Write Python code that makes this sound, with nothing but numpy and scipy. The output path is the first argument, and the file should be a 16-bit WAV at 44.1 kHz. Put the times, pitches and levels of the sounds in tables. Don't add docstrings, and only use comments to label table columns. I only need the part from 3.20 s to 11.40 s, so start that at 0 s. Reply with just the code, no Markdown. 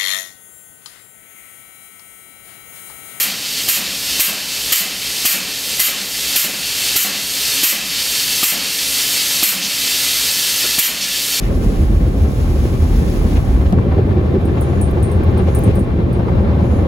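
import sys
import numpy as np
from scipy import signal
from scipy.fft import rfft, irfft, next_fast_len
from scipy.io import wavfile
from scipy.ndimage import uniform_filter1d, map_coordinates

SR = 44100
rng = np.random.default_rng(int(sys.argv[2]) if len(sys.argv) > 2 else 0)


def unload_wav(signal):
    wavfile.write(
        sys.argv[1],
        SR,
        np.round(np.clip(np.atleast_2d(signal).T, -1, 1) * 32767).astype(np.int16),
    )


N = 361619

# t/s, relative blast level/dB
PUMP_STROKES = [(-.033, -2.5), (0.4853, -6), (0.9996, -5), (1.5239, -4), (2.0547, -4), (2.598, -6),
                (3.1612, -5.5), (3.7623, -5), (4.4363, -3), (5.2345, -4.5), (6.2327, -2), (7.5882, -2)]
# t/s, share of full pressure
PRESSURE_CURVE = [(0, 0.18), (2.4, 0), (3.7, 0.43), (6, 0.86), (7.2, 1), (8.2, 0.73)]
# t/s, level/dB, hold/s
LINE_SURGES = [(0.875, -20, 0.041), (1.913, -32, 0.12), (4.266, -23, 0.18), (6.409, -13.5, 0.055),
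               (7.793, -13.5, 0.052)]
# f/Hz, relative level/dB
PORT_SPECTRUM = [(100, -49), (400, -23), (900, -19), (1500, -14), (2600, -11), (4400, -5), (7000, -6),
                 (10000, -7.5), (12200, 1), (14000, -2.5)]
VALVE_SPECTRUM = [(30, -22), (100, -0.5), (180, -6), (300, 8), (410, -6), (660, -9), (770, 2), (950, -23),
                  (1230, 4), (1500, -25), (3000, -7.5), (6000, -38)]
PISTON_SPECTRUM = [(40, -34), (130, -20), (190, -5), (280, -7), (360, -12), (600, -8.5), (950, -13),
                   (2500, -8), (6000, -15.5)]
LEAK_SPECTRUM = [(100, -49), (400, -27), (900, -20), (1500, -12.5), (2600, -7), (4400, -1.5), (7000, -6),
                 (10000, -10), (12500, -7), (14000, -11)]
SURGE_SPECTRUM = [(1500, -30), (3000, -3.5), (4500, -3), (6000, -2), (8000, -12), (14000, -30)]
ROOM_SPECTRUM = [(20, -20), (42, -15), (60, 4.5), (85, -7.5), (135, 0), (180, -2.5), (320, -3.5), (550, -3),
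                 (900, -9.5), (2000, -21), (8000, -38)]
# f/Hz, width/Hz, lift/dB
PORT_MODES = [(1103, 37, 8), (1256, 210, 4.6), (1770, 350, 7), (2035, 85, 10), (2340, 70, 9),
              (2480, 150, 8), (2690, 120, 9), (2824, 45, 7), (3034, 400, 7), (3710, 62, 6), (4212, 41, 7),
              (4410, 60, 5), (6850, 200, 6), (7280, 65, 7), (7455, 41, 5.5), (8220, 300, 5), (8640, 49, 5),
              (8840, 38, 5), (9543, 35, 5), (11300, 120, 5), (11984, 60, 6), (14314, 50, 4)]
CYLINDER_MODES = [(178, 20, 5), (205, 20, 5), (285, 50, 6), (550, 40, 5), (750, 40, 5), (1100, 40, 5)]
FITTING_MODES = [(1110, 20, 4), (1732, 20, 5), (2022, 40, 7), (2445, 300, 3), (2688, 130, 3), (2828, 20, 8),
                 (2950, 40, 4), (3050, 36, 6), (3235, 130, 3.5), (3527, 22, 4), (3740, 41, 5.5),
                 (3841, 16, 4.5), (4290, 25, 3.5), (4395, 36, 5), (4526, 36, 6), (4630, 36, 4.5),
                 (5275, 50, 3), (6459, 36, 6), (7281, 30, 5), (7468, 40, 4.5), (8100, 80, 5.5),
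                 (8330, 70, 4.5), (8645, 40, 6.5), (9206, 24, 6), (9368, 28, 6.5), (9540, 32, 6.5),
                 (9980, 40, 6.5), (11290, 200, 4.5), (11977, 38, 5), (14314, 36, 5.5)]
# f/Hz, level/dB
MOTOR_PARTIALS = [(61, -55), (123, -51.5), (204, -48), (274.3, -41.5), (436, -48)]
# f/Hz, t60/s
ROOM_DECAY = [(200, 0.17), (2500, 0.78), (6000, 0.52), (13000, 0.11)]
# f/Hz, level/dB
MIC_RESPONSE = [(14200, 0), (14700, -2.5), (15700, -4)]


def port_blasts(level_db=1, load_loss_db=4, dump_db=-5.5, reverb_db=-5):
    flow = np.zeros(N)
    for at_s, stroke_db in PUMP_STROKES:
        vent = burst(at_s - .008, rise_s=.018, hold_s=port_open_s(at_s), t60_s=.24)
        vent *= amp(-load_loss_db * pressure(at_s))
        dump = amp(dump_db) * burst(at_s - .007, rise_s=.012, hold_s=.015, t60_s=.19)
        flow += amp(level_db + stroke_db) * (vent + dump)
    jet = early_echoes(noise(PORT_SPECTRUM, PORT_MODES), echo_db=-7)
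    air = flow * amp(.72 * wobble(120)) * jet
    return air + amp(reverb_db) * reverb(air)


def valve_thumps(level_db=-24, load_gain_db=9.5, lead_s=.0083):
    thumps = np.zeros(N)
    for at_s, _ in PUMP_STROKES:
        gain = amp(level_db + load_gain_db * pressure(at_s))
        thumps += gain * burst(at_s - lead_s, rise_s=.005, hold_s=.0071, t60_s=.043)
    return thumps * noise(VALVE_SPECTRUM)


def cylinder_note(level_db=-29, start_hz=275, end_hz=174, glide_s=.034):
    note = np.zeros(N)
    for at_s, _ in PUMP_STROKES:
        for delay_s, swell_db in (0, 0), (.095, -3.5):
            start_s = landing_s(at_s) + delay_s
            age_s = np.maximum(time_s() - start_s, 0)
            pitch_hz = end_hz + (start_hz - end_hz) * np.exp(-age_s / glide_s)
            phase = 2 * np.pi * (np.cumsum(pitch_hz) / SR + rng.random())
            note += amp(swell_db) * burst(start_s, rise_s=.028, hold_s=.055, t60_s=.38) * np.sin(phase)
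    return amp(level_db + 2.2 * wobble(55)) * note


def piston_bumps(landing_db=-14.5, rebound_db=-26, loss_db=1.5, step_s=.0464, rebounds=3):
    bumps = np.zeros(N)
    for at_s, _ in PUMP_STROKES:
        land_s = landing_s(at_s)
        bumps += amp(landing_db) * burst(land_s, rise_s=.008, hold_s=.014, t60_s=.45)
        for k in range(1, rebounds + 1):
            rebound = burst(land_s + k * step_s, rise_s=.006, hold_s=.01, t60_s=.3)
            bumps += amp(rebound_db - loss_db * k) * rebound
    return bumps * noise(PISTON_SPECTRUM, CYLINDER_MODES)


def leak_hiss(level_db=-15, load_gain_db=3, load_treble_db=1, sag_db=5.5, split_hz=7000):
    jet = early_echoes(noise(LEAK_SPECTRUM, FITTING_MODES), echo_db=-6)
    treble = filtered(jet, lambda hz: hz ** 4 / (hz ** 4 + split_hz ** 4))
    load = pressure(time_s())
    drawdown = sum(burst(at_s, rise_s=.086, hold_s=.15, t60_s=1) for at_s, _ in PUMP_STROKES)
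    flutter_db = .83 * wobble(15) + .5 * wobble(150)
    treble_db = load_treble_db * load - sag_db * drawdown
    steady = amp(flutter_db) * (jet - treble) + amp(treble_db) * treble
    surges = sum(amp(db) * burst(at_s, rise_s=.023, hold_s=hold_s, t60_s=.12)
                 for at_s, db, hold_s in LINE_SURGES)
    return amp(level_db + load_gain_db * load) * steady + surges * noise(SURGE_SPECTRUM, FITTING_MODES)


def motor_hum():
    hum = np.zeros(N)
    for hz, db in MOTOR_PARTIALS:
        peak = np.sqrt(2) * amp(db + 2.2 * wobble(18))
        hum += peak * np.sin(2 * np.pi * hz * time_s() + .85 * wobble(16))
    return hum


def cylinder_shudder(at_s=6.26, level_db=-29.5):
    rumble = noise([(120, -40), (170, -2), (200, 3), (240, -18), (500, -50)])
    return amp(level_db) * burst(at_s, rise_s=.017, hold_s=.21, t60_s=.15) * rumble


def soft_bump(at_s=7.435, level_db=-23.5):
    thud = noise([(150, -17), (380, -2), (650, -9), (1500, -16), (5000, -50)])
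    return amp(level_db) * burst(at_s, rise_s=.008, hold_s=.022, t60_s=.08) * thud


def room_air(level_db=-33.5):
    return amp(level_db) * noise(ROOM_SPECTRUM)


def pressure(at_s):
    return np.interp(at_s, *np.transpose(PRESSURE_CURVE))


def port_open_s(stroke_s):
    return .0789 + .0089 * pressure(stroke_s)


def landing_s(stroke_s):
    return stroke_s + port_open_s(stroke_s) - .002


def amp(db):
    return 10 ** (np.asarray(db) / 20)


def unit_rms(x):
    return x / np.sqrt(np.mean(x ** 2) + 1e-20)


def time_s():
    return np.arange(N) / SR


def log_interp(points, hz):
    knots_hz, values = np.transpose(points)
    return np.interp(np.log(hz + 1), np.log(knots_hz + 1), values)


def wobble(rate_hz):
    knots = rng.standard_normal(int(N * rate_hz / SR) + 4)
    return map_coordinates(knots, [time_s() * rate_hz])


def filtered(x, response):
    size = next_fast_len(N + SR // 2)
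    return irfft(rfft(x, size) * response(np.fft.rfftfreq(size, 1 / SR)), size)[:N]


def noise(spectrum, modes=()):
    def response(hz):
        lift_db = sum(db / (1 + (2 * (hz - mode_hz) / width_hz) ** 2) for mode_hz, width_hz, db in modes)
        return amp(log_interp(spectrum, hz) + lift_db)
    return unit_rms(filtered(rng.standard_normal(N), response))


def burst(start_s, rise_s, hold_s, t60_s):
    age_s = time_s() - start_s
    onset = np.sin(np.pi / 2 * np.clip(age_s / rise_s, 0, 1)) ** 2
    return onset * amp(-60 * np.maximum(age_s - hold_s, 0) / t60_s)


def early_echoes(x, echo_db, spread_s=.045, count=40):
    lags = rng.uniform(.05, 1, count)
    gains = rng.standard_normal(count) * np.exp(-lags)
    impulse = np.bincount((lags * spread_s * SR).astype(int), amp(echo_db) * gains / np.linalg.norm(gains))
    impulse[0] += 1
    return unit_rms(signal.fftconvolve(x, impulse)[:N])


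def reverb(x):
    hz, age_s, bands = signal.stft(rng.standard_normal(SR), SR, nperseg=256)
    decay = amp(-60 * age_s / log_interp(ROOM_DECAY, hz)[:, None])
    tail = signal.istft(bands * decay, SR, nperseg=256)[1]
    return signal.fftconvolve(x, tail / np.linalg.norm(tail))[:N]


def gain_control(x, threshold_db=-16, slope=.75, attack_s=.007, release_s=.39):
    level_db = 10 * np.log10(np.abs(uniform_filter1d(x ** 2, size=160)) + 1e-12)
    target_db = slope * np.maximum(level_db - threshold_db, 0)
    fade = np.exp(-time_s() / release_s)
    held_db = np.maximum.accumulate(target_db / fade) * fade
    pole = np.exp(-1 / (attack_s * SR))
    cut_db = signal.lfilter([1 - pole], [1, -pole], held_db - held_db[0]) + held_db[0]
    return x * amp(-cut_db)


def scene():
    sound = leak_hiss() + port_blasts() + valve_thumps() + cylinder_note() + piston_bumps()
    sound += motor_hum() + cylinder_shudder() + soft_bump() + room_air()
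    return np.array([sound, sound])


def record(dry):
    limit_hz = 15740
    ducked = gain_control(dry[0])
    sound = filtered(ducked, lambda hz: amp(log_interp(MIC_RESPONSE, hz)) * (hz < limit_hz))
    return np.array([sound, sound])


dry = scene()
out = record(dry)
unload_wav(out)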